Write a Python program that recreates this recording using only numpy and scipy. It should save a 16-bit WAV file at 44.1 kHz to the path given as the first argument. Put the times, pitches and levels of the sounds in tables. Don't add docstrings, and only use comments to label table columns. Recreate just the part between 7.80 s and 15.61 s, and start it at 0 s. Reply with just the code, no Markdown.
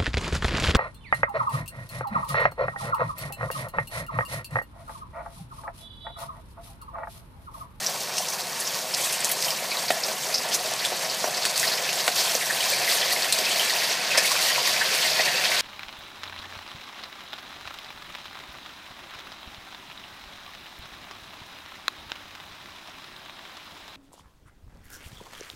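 import sys
import numpy as np
from scipy import signal
from scipy.fft import rfft, irfft, next_fast_len
from scipy.io import wavfile
from scipy.ndimage import uniform_filter1d

SR = 44100
rng = np.random.default_rng(int(sys.argv[2]) if len(sys.argv) > 2 else 0)


def transcribe(signal):
    frames = np.atleast_2d(signal).T
    limited = np.clip(frames, -1, 1)
    pcm = np.round(limited * 32767).astype(np.int16)
    wavfile.write(sys.argv[1], SR, pcm)


def to_linear_factor(level_db):
    exponent = np.asarray(level_db, float) / 20
    return 10 ** exponent


N = 344421

BUBBLE_BORDERS = [1200, 1600, 3300, 3900, 4800, 5400, 6800, 8000]
# pitch_hz, level_db (per Hz)
SIZZLE_COLOUR = [(180, -45), (310, -15), (345, -13), (516, -7.5), (628, -1.5), (872, -4), (1100, -6),
                 (1480, -9), (1700, -6.5), (2100, -5), (3760, -6), (4430, -2), (8820, -12.5),
                 (14200, -14.5), (15700, -14.5)]
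# time_s, boil_db
BOIL = [(0, -4.5), (.5, -4.5), (1.05, -4), (1.25, -1.5), (1.75, -2.5), (2.5, -3), (3.0, -0.5), (3.3, -2.5),
        (4.0, 1.5), (4.3, -1), (4.42, 2), (4.65, -1), (5.1, 4), (5.45, 3), (6.25, 4), (6.4, 4.5), (7.2, 6),
        (7.81, 7)]
BOIL_SHARE = [
    0.27,
    1,
    0.99,
    0.38,
    0.29,
]
# start_s, length_s, change_db
FLARES = [(0, 0.1, 4), (0.35, 0.22, 2), (0.8, 0.3, 1.5), (1.153, 0.24, 5.5), (1.43, 0.19, 1.5),
          (1.6, 0.13, 6.5), (1.953, 0.13, 2.5), (2.656, 0.11, -3), (3.344, 0.28, 0.5), (3.752, 0.16, 7.5),
          (4.08, 0.31, 2), (4.342, 0.25, 6), (4.595, 0.5, 4.5), (5.073, 0.14, 7.5), (5.195, 0.68, 2),
          (5.741, 0.39, 1.5), (6.14, 0.3, -3), (6.37, 0.24, 4.5), (6.6, 0.13, 5.5), (6.86, 0.1, 2),
          (7.12, 0.21, 2.5), (7.422, 0.58, -0.5)]
FLARE_SHARE = [.1, .2, .35, .6, 1]
# start_s, peak_db, pitch_hz, spray_db (beside the peak)
SPITS = [(0.0633, -8, 5370, -9), (0.3795, -11, 5640, -5.5), (0.484, -15.5, 5850, -3.5),
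         (0.8697, -14, 5660, -5), (1.139, -11.5, 5000, -5), (1.646, -8, 4970, -14),
         (1.7045, -10, 5100, -8.5), (1.908, -17, 4570, -3.5), (1.9696, -16, 4050, -4.5),
         (2.0822, -9, 4360, -7), (2.2338, -14.5, 4930, -0.5), (2.5421, -7.5, 5000, -2.5),
         (2.5766, -13, 4900, -5), (3.2474, -13, 5330, -9), (3.298, -11.5, 4750, -8),
         (3.5698, -15.5, 4870, -6), (3.6226, -14, 4400, -6), (3.6536, -13, 4320, -6),
         (3.7578, -12, 4430, -5), (3.8292, -18, 5260, -10.5), (3.8716, -11.5, 4730, -1.5),
         (4.2776, -19, 4130, -11), (5.527, -5, 4080, -9), (5.8963, -9.5, 4400, -7.5),
         (6.3747, -4.5, 5180, -2.5), (7.222, -12, 4180, -4), (7.2998, -11.5, 5000, -6)]
# start_s, peak_db, pitch_hz, spray_db
SMALL_SPITS = [(4.3162, -15, 4290, -7), (4.3825, -11, 4300, -8), (4.411, -15, 5360, -8),
               (4.7268, -15, 4400, -8), (4.9356, -13, 4200, -7), (5.2026, -16, 4240, -4.5),
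               (5.3182, -12, 4630, -7), (5.4207, -12, 4430, -6), (5.6122, -20.5, 4830, -11),
               (5.7583, -13.5, 4070, -6), (5.93, -17, 4160, -11), (6.0418, -14, 4700, -4),
               (6.119, -12.5, 5720, -6), (6.5162, -15, 5690, -9), (6.5885, -18, 4720, -10),
               (6.6853, -21, 4130, -11.5), (7.1358, -20, 4660, -9.5), (7.4341, -17, 4300, -10)]
# start_s, peak_db, pitch_hz, spray_db
FAINT_SPITS = [
    (0.2054, -23, 5770, -5),
    (0.3691, -16, 5790, -7),
    (0.9448, -17, 4960, -5),
    (1.0194, -25, 4980, -5),
    (3.5448, -17, 4470, -5),
    (3.9394, -16, 4840, -5),
    (3.9744, -16, 4900, -5),
    (4.1804, -18, 4460, -8),
]
# start_s, peak_db, pitch_hz, spray_db
TICKS = [(0.382, -10, 8370, -8), (0.7841, -26.5, 8400, -9), (0.801, -8, 9550, -13), (1.3254, -11, 9100, -7),
         (1.4451, -8, 9200, -19), (1.4904, -15, 9900, -4), (1.514, -4.5, 12100, -10),
         (1.6227, -20, 8200, -7), (2.1045, -17.5, 9480, -4), (2.6883, -17, 8350, -7),
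         (2.7247, -17, 8120, -10), (2.7426, -9.5, 9830, -7), (3.049, -13, 7950, -5.5),
         (3.6521, -17, 8250, -2), (4.2782, -12, 8950, -9), (5.325, -2, 10900, -18),
         (5.5238, -0.5, 8950, -10.5), (5.5877, -16, 14300, -5), (5.691, -11.5, 8230, -6.5),
         (6.3743, -5.5, 8100, -7), (6.4585, -10, 10200, -15), (6.517, -12, 8260, -7),
         (6.8738, -12, 9900, -10), (7.1417, -15, 8440, -10), (7.449, -17, 8190, -6)]
# start_s, peak_db, pitch_hz, spray_db
SMALL_TICKS = [(1.1448, -15, 7910, -9), (1.1681, -21, 7450, -12), (1.2278, -17, 7130, -12),
               (1.238, -9.5, 10200, -10.5), (1.3717, -16, 7330, -12), (1.4045, -8, 7950, -12),
               (1.518, -7, 12700, -12), (1.7046, -9, 14800, -12), (2.0342, -17, 8350, -12),
               (2.2038, -23, 8250, -12), (2.3789, -25, 10600, -12), (2.4283, -18, 7580, -12),
               (2.5405, -15, 10200, -10), (2.9356, -22, 8970, -12), (3.348, -18, 7200, -12),
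               (3.5692, -13, 8250, -12), (3.7767, -8, 7470, -12), (3.7965, -5, 7300, -10),
               (3.87, -21, 9510, -12), (4.129, -13, 7470, -12), (4.1878, -15, 7330, -12),
               (4.358, -16, 7000, -12), (4.7251, -18, 8250, -12), (4.8568, -21, 8240, -12),
               (4.9007, -5, 13500, -10), (5.1147, -13, 8520, -12), (5.7153, -14, 7110, -12),
               (5.8795, -17, 7720, -12), (6.1059, -18, 7320, -12), (6.435, -14, 7420, -12),
               (6.6317, -18, 8040, -12), (7.2199, -17, 7340, -12), (7.7148, -28, 7000, -11)]
# start_s, peak_db, pitch_hz, spray_db
SNAPS = [
    (1.4452, -1, 6840, -15),
    (1.6245, -8, 5150, -13),
    (4.551, -1.5, 5900, -16),
]
# start_s, peak_db, pitch_hz, spray_db
GURGLES = [(0.3805, -12, 2830, -22), (1.6816, -12.5, 3020, -9), (2.1037, -13, 2560, -18.5),
           (2.712, -22, 3060, 2), (3.0495, -9, 3350, -12), (3.6515, -12, 2530, -19),
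           (3.8292, -11.5, 1930, -6), (4.09, -11, 2670, -18), (4.2798, -17, 1500, -13),
           (4.6109, -18, 1948, 2.5), (4.6972, -20, 1770, 1), (4.804, -15, 3070, -2.5),
           (4.9317, -13, 2260, -9), (5.026, -17, 2190, -0.5), (5.0754, -14, 2020, -6),
           (5.214, -17, 3200, 0), (5.3623, -14, 2045, -15.5), (5.6633, -15.5, 2540, -2),
           (5.795, -10.5, 2966, -3), (5.904, -10, 1890, -18), (5.9618, -11.5, 2740, -7),
           (6.0187, -15, 2027, -5), (6.3134, -11.5, 2460, -5), (6.964, -8.5, 2400, -12),
           (7.011, -9.5, 1810, -4), (7.2223, -12, 3160, -4), (7.434, -19, 2550, -3), (7.46, -13, 2420, -10),
           (6.385, -16.5, 1757, 0), (7.7173, -10, 2050, -8)]
# start_s, peak_db, pitch_hz, spray_db
SMALL_GURGLES = [(1.9155, -15.5, 2380, -7), (4.4748, -15, 3130, -5), (4.8255, -19, 2300, -4.5),
                 (4.8495, -15, 2400, -8.5), (5.4347, -19, 3030, 0), (5.487, -21, 2530, -6),
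                 (5.6392, -22, 2460, -4), (5.708, -16, 3050, -8), (5.7589, -18, 2100, -7),
                 (5.8303, -16, 1740, -10), (5.936, -18, 2500, -6), (6.158, -24, 2620, -10),
                 (6.2048, -16.5, 2420, -12), (6.4753, -14, 2510, -10), (6.5641, -14, 2430, -4),
                 (6.6838, -20, 2990, -6), (6.7012, -15, 1880, -5), (6.7491, -13.5, 2450, -6),
                 (6.8618, -19, 2060, -3.5), (7.1617, -18, 2280, -3), (7.2494, -14, 2120, -6),
                 (7.3894, -17, 1900, -6), (7.5409, -17, 2640, -6), (7.5794, -16, 2700, -6),
                 (7.6117, -16, 2630, -9), (7.6381, -11, 2500, -9), (7.6544, -15, 2480, -13),
                 (7.7444, -19, 1500, -7.5)]
# start_s, peak_db, pitch_hz, spray_db
THUMPS = [(1.668, -18.5, 787, -5), (1.823, -20.5, 627, -21), (2.103, -9.5, 690, -8), (2.693, -22, 753, -5),
          (3.119, -17, 625, 2), (3.4415, -10.5, 740, -3.5), (3.617, -26, 633, 2), (3.996, -19, 640, -8),
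          (4.278, -14.5, 634, -2), (4.383, -26, 643, -3), (4.55, -15.5, 630, -16.5), (4.724, -20, 704, 2.5),
          (5.015, -28, 697, 8), (5.325, -22.5, 670, 0.5), (5.829, -21, 725, -16), (6.374, -27, 593, 6),
          (6.511, -17, 1040, 2), (6.554, -15.5, 1060, -3), (7.131, -21, 1300, -18), (7.396, -14, 637, -15)]
# start_s, peak_db, pitch_hz, spray_db
SMALL_THUMPS = [(0.396, -28, 649, 3), (1.198, -25, 760, -3), (2.163, -24, 630, 0), (2.646, -25, 986, -7),
                (2.803, -25, 690, -6), (2.847, -23, 630, -11), (2.916, -22, 736, -6),
                (2.936, -16.5, 740, -8), (3.011, -26, 649, -6), (3.472, -19, 654, 0),
                (3.725, -27, 614, -3.5), (3.869, -21.5, 643, -2), (4.46, -31, 630, -9),
                (4.692, -25, 705, -6), (4.858, -25, 1050, -2), (4.92, -26.5, 536, -8),
                (5.123, -18, 1100, -6), (5.207, -26, 622, -6), (5.257, -24, 1100, -6),
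                (5.588, -20.5, 640, -8), (5.757, -23, 632, -6), (5.927, -24, 978, -6),
                (6.779, -15, 945, -4), (7.467, -23, 598, -6)]
# start_s, peak_db, pitch_hz, spray_db
KNOCKS = [
    (2.1035, -7.5, 2600, -3),
    (3.652, -14, 2800, -0.5),
    (4.2785, -13, 2400, -0.5),
    (6.375, -13, 2000, 5),
]
# start_s, peak_db
CRACKS = [(0.0646, -12), (0.3837, -8), (0.609, -11), (0.8021, -24), (1.1385, -13), (1.1478, -0.5),
          (1.4463, -8), (1.5171, -6), (1.5204, -8), (1.6254, -5), (1.7067, -7), (2.1051, -8),
          (2.6897, -16.5), (2.9378, -5), (3.4434, -25.5), (3.6532, -4), (3.7787, -1), (4.1305, -4),
          (4.2796, -4), (4.5522, -14), (4.9024, -6), (5.3262, -16), (5.4226, -7), (5.5252, 0), (5.5888, -1),
          (5.7171, -9), (6.378, -3), (6.5179, -7), (6.5921, -4), (7.4611, -12.5)]
# start_s, peak_db
SMALL_CRACKS = [
    (0.3691, -14),
    (0.4843, -14),
    (0.5496, -16),
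    (0.6694, -20),
    (0.9444, -13),
    (0.9714, -16),
    (0.9894, -14),
    (3.7993, -10),
    (3.8294, -13),
]
# start_s, peak_db, width_ms
BLOWS = [
    (2.1051, -9, 0.19),
    (3.4428, -11, 0.23),
    (3.6532, -5, 0.086),
    (4.2796, -6, .15),
    (5.5252, -12, 0.067),
]
# start_s, length_s, start_hz, end_hz, level_db
JETS = [(0.3, 0.077, 4946, 5930, -32), (1.182, 0.11, 5754, 7960, -31), (1.15, .25, 2600, 3200, -37),
        (2.703, 0.064, 3460, 6863, -19), (3.025, 0.042, 3500, 5000, -26.5), (3.4, 0.074, 5100, 5995, -29),
        (4.34, 0.098, 4520, 5560, -23), (4.2, 0.076, 8880, 11200, -39), (3.9, 0.047, 4250, 4510, -25),
        (2.6, 0.03, 8400, 8640, -36), (2.1, 0.033, 8600, 7970, -30), (6.331, 0.035, 1465, 1644, -22),
        (6.82, 0.0666, 4600, 5020, -22)]
# pitch_hz, width_hz, level_db
WOK_RINGS = [(522, 36, -3), (640, 12, 4), (735, 46, -3), (909, 35, -6.5), (1067, 32, -2.5), (1140, 30, -7),
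             (1546, 51, -4), (1730, 7.3, 1), (1875, 27, -1.5), (2110, 9.8, -1.5), (2480, 38, -4.5),
             (2760, 16, -6), (4460, 91, -12)]
# pitch_hz, width_hz, removed_db
HOLLOWS = [(856, 117, -9.5), (1211, 177, -9.5), (1577, 47, -11)]
# start_s, length_s, start_hz, end_hz, level_db
HUMS = [
    (1.8, 1.35, 745, 690, -48),
    (2.9, 1.527, 730, 820, -47),
    (1.9, 4.7, 640, 690, -45),
    (6.45, 0.51, 1000, 1120, -35.5),
    (7.45, 0.26, 440, 630, -44.5),
]
# pitch_hz, level_db (per Hz)
HOOD_COLOUR = [(12, -57), (20, -27), (48, -38), (64, -42), (109, -4.5), (139, 1), (233, -1), (296, -12),
               (310, -9), (400, -1.5), (680, -120)]


def evened(x):
    return x / np.sqrt(np.mean(x ** 2) + 1e-20)


def look_up(points, hz):
    f, value = np.transpose(points)
    return np.interp(np.log(hz + 1), np.log(f + 1), value)


def every_sample(steps):
    return np.interp(np.arange(N) / 64, np.arange(len(steps)), steps)


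def resonate(x, hz, width):
    r = np.exp(-np.pi * width / SR)
    lean = r * np.cos(2 * np.pi * hz / SR)
    return signal.lfilter([2 * (1 - r), -2 * (1 - r) * lean], [1, -2 * lean, r ** 2], x)


def vigour(t):
    rise_s, fall_s = 0.02, 0.037
    flare_db = 0
    for s, length, db in FLARES:
        shape = np.minimum((t - s) / rise_s, (s + length - t) / fall_s)
        flare_db = flare_db + db * np.clip(shape, 0, 1)
    boil_db = np.interp(t, *np.transpose(BOIL))
    level_db = np.outer(BOIL_SHARE, boil_db) + np.outer(FLARE_SHARE, flare_db)
    return level_db - level_db.mean(axis=1, keepdims=True)


def flicker(per_s):
    kicks = uniform_filter1d(rng.exponential(1, N // 64 + 2) ** 1.436, size=2)
    fade = np.exp(-2 * np.pi * per_s * 64 / SR)
    slow = evened(signal.lfilter([1], [1, -fade], kicks - kicks.mean()))
    return 3.13 * np.tanh(slow / 3.0)


def ring(hz, cycles, glide, size):
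    turns = np.arange(size) * hz / SR
    fade = (1 - np.exp(-4 * turns)) * np.exp(-turns / cycles)
    return fade * np.sin(2 * np.pi * turns * (1 + glide * turns))


def sizzle():
    bubbles_per_s, spread_db, hiss = 320, 2.5, 0.78
    shared_db, patchy_db = 0.85, 1.42
    crowd_s, crowd_db, crowd_hz = 2, 2, 800
    t = np.arange(N // 64 + 2) * 64 / SR
    vigour_db = vigour(t)
    calm = to_linear_factor(-.3 * uniform_filter1d(vigour_db[1], size=400))
    shared = flicker(15)
    patches = [flicker(16) for _ in range(11)]
    out = np.zeros(N)
    for k, hz in enumerate(np.geomspace(340, 15200, 40)):
        place = np.interp(np.log(hz), np.log(BUBBLE_BORDERS), (np.arange(8) + 1) // 2)
        low = min(int(place), 3)
        level_db = vigour_db[low] + (place - low) * (vigour_db[low + 1] - vigour_db[low])
        level_db = level_db + crowd_db * (hz < crowd_hz) * np.clip((t - crowd_s) / .15, -1, 0)

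        angle = np.pi / 2 * (k % 4) / 4
        patch = np.cos(angle) * patches[k // 4] + np.sin(angle) * patches[k // 4 + 1]
        clump = to_linear_factor(level_db + calm * (shared_db * shared + patchy_db * patch))

        chance = rng.random((3000, 3))
        chance = chance[chance[:, 2] < bubbles_per_s * (hz / 4000) ** .3 * N / SR / 3000]
        size = to_linear_factor(-spread_db * np.log(chance[:, 1] + 0.0091))
        sign = (-1) ** np.arange(len(chance))
        train = np.bincount((chance[:, 0] * N).astype(int), size * sign, N)
        drive = evened(train) + hiss * rng.standard_normal(N)

        note = ring(hz, 3.04, 0.0059, int(18 * SR / hz) + 16)
        gain = to_linear_factor(look_up(SIZZLE_COLOUR, hz)) * np.sqrt(hz) / np.linalg.norm(note)
        out += signal.oaconvolve(drive * every_sample(clump), gain * note)[:N]
    return to_linear_factor(-25) * evened(out)


def bursts(tables, cycles, breadth, t60, mist_db):
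    out, t = np.zeros(N + 4096), np.arange(4096) / SR
    for s, db, hz, spray_db in np.vstack(tables):
        note = ring(hz, cycles, 0.0014, 4096)
        air = rng.standard_normal(4096)
        mist = to_linear_factor(mist_db - 60 * t / (.5 * t60)) * np.diff(air, prepend=0)
        spray = resonate(air, hz * 1.01, breadth * hz)
        spray = evened(resonate(spray, hz * 1.01, breadth * hz))
        spurts = evened(uniform_filter1d(air[::-1], size=100))
        spray = spray * to_linear_factor(2.7 * spurts - 4.5)
        spray = spray * to_linear_factor(spray_db - 60 * t / t60) * (1 - np.exp(-t / 0.0018))
        burst = to_linear_factor(-2.5) * note / abs(note).max() + mist + spray
        out[round((s + .0008) * SR):][:4096] += to_linear_factor(db) * burst
    return out[:N]


def spits():
    return bursts([SPITS, SMALL_SPITS, FAINT_SPITS], 5.2, 0.308, 0.086, -50)


def ticks():
    loud = bursts([TICKS, SNAPS], 2.3, 0.68, 0.084, -25)
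    return loud + bursts([SMALL_TICKS], 2.1, 0.32, .03, -34)


def stray_gurgles(count=35, low_hz=1700, high_hz=3300):
    draw = rng.random((count, 4))
    when = draw[:, 0] * (N - 200) / SR
    level_db = -23 + 1.7 * vigour(when)[1] - 0.5 * (2 * draw[:, 1] - 1)
    pitch_hz = low_hz * (high_hz / low_hz) ** draw[:, 2]
    return np.c_[when, level_db, pitch_hz, -3 - 5 * draw[:, 3]]


def gurgles():
    clear = bursts([GURGLES, SMALL_GURGLES], 4.5, 0.16, 0.11, -26)
    return clear + bursts([stray_gurgles()], 6.9, .12, 0.089, -30)


def thumps():
    deep = bursts([THUMPS], 1.1, 0.75, 0.052, -28)
    small = bursts([SMALL_THUMPS], 3.0, 0.17, 0.077, -35)
    return deep + small + bursts([KNOCKS], 0.8, 1.4, 0.053, -18)


def cracks(count=900, stray_db=-24, spread_db=2.0):
    draw = rng.random((count, 3))
    when = draw[:, 0] * (N - 200) / SR + 0.0019
    level_db = vigour(when)[2] + stray_db - spread_db * np.log(draw[:, 1] + .03)
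    strays = np.c_[when, level_db, .022 + .03 * draw[:, 2]]
    small = np.array(SMALL_CRACKS) + [.0009, 5.0]
    loud = np.vstack([CRACKS, small])
    loud = np.c_[loud, np.full(len(loud), 0.042)]
    out, ms = np.zeros(N + 64), np.arange(-32, 32) * 1000 / SR
    for s, db, width in np.vstack([loud, BLOWS, strays]):
        u = (ms / max(0.64 * width, .012)) ** 2
        dip = 1.4 * np.exp(-u / 2) - 0.628 * np.exp(-u / 12)
        out[round(s * SR) - 32:][:64] -= to_linear_factor(db) * dip
    return out[:N]


def gliding_noise(rows, breadth):
    out = np.zeros(N)
    for s, length, start_hz, end_hz, db in rows:
        u = np.linspace(0, 1, round(length * SR))
        pitch_hz = start_hz + (end_hz - start_hz) * u
        turn = np.cos(2 * np.pi * np.cumsum(pitch_hz) / SR)
        air = evened(resonate(rng.standard_normal(len(u)), 0, breadth * start_hz) * turn)
        out[round(s * SR):][:len(u)] += to_linear_factor(db) * air * np.sin(np.pi * u ** 1.8)
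    return out


def steam_jets():
    return gliding_noise(JETS, 0.29)


def spatula_hums():
    return gliding_noise(HUMS, 0.014)


def wok(oil, dry):
    ringing = oil + sum(to_linear_factor(db) * resonate(oil + dry, hz, width) for hz, width, db in WOK_RINGS)
    swallowed = sum(to_linear_factor(db) * resonate(ringing, hz, width) for hz, width, db in HOLLOWS)
    return ringing - swallowed


def reflections(x, t60, wet_db):
    t, out = np.arange(SR // 10) / SR, x.copy()
    spot = np.repeat(rng.integers(0, 4, N // 128 + 1), 128)[:N]
    for k in range(4):
        hits = rng.random(len(t)) < 3000 / SR
        taps = rng.choice([-1., 1.], len(t)) * hits * to_linear_factor(-60 * t / t60)
        share = uniform_filter1d(1. * (spot == k), 32)
        out += to_linear_factor(wet_db) * signal.oaconvolve(x * share, taps / np.linalg.norm(taps))[:N]
    return out


def hood():
    size = next_fast_len(N)
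    colour = to_linear_factor(look_up(HOOD_COLOUR, np.fft.rfftfreq(size, 1 / SR)))
    rush = irfft(rfft(rng.standard_normal(size)) * colour, size)
    return to_linear_factor(-50) * evened(rush[:N])


def scene():
    drops = spits() + ticks() + gurgles() + thumps()
    bass_cut = signal.butter(4, 260, "high", fs=SR, output="sos")
    oil = signal.sosfilt(bass_cut, sizzle() + drops + steam_jets())
    dry = cracks()
    near = wok(oil, dry) + spatula_hums() + 0.57 * dry
    mix = to_linear_factor(-3.0) * reflections(near, 0.094, -6.5) + .5 * dry + hood()
    return np.tile(mix, (2, 1))


def thin_treble(x, from_hz=12500, under_db=-2.0):
    hz, _, z = signal.stft(x, SR, nperseg=2048)
    power = uniform_filter1d(abs(z) ** 2, size=10, axis=0)
    around = uniform_filter1d(power, size=80, axis=0)
    below_top = np.clip((15500 - hz) / (15500 - from_hz), 0, 3)[:, None]
    margin_db = under_db - 0.93 * below_top
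    faint = (power < around * to_linear_factor(2 * margin_db)) & (hz > from_hz / 2)[:, None]
    return signal.istft(z * np.where(faint, .06, 1), SR, nperseg=2048)[1][:N]


def band_limit(x):
    return signal.sosfilt(signal.butter(12, 15820, fs=SR, output="sos"), x)


def record(dry):
    bass_cut = signal.butter(3, 100, "high", fs=SR, output="sos")
    mono = signal.sosfilt(bass_cut, dry[0])
    upper_limit = signal.firwin(301, 15070, window=("kaiser", 8), fs=SR)
    mono = signal.oaconvolve(thin_treble(mono), upper_limit, "same")
    return band_limit(np.tile(mono, (2, 1)))


dry = scene()
out = record(dry)
transcribe(out)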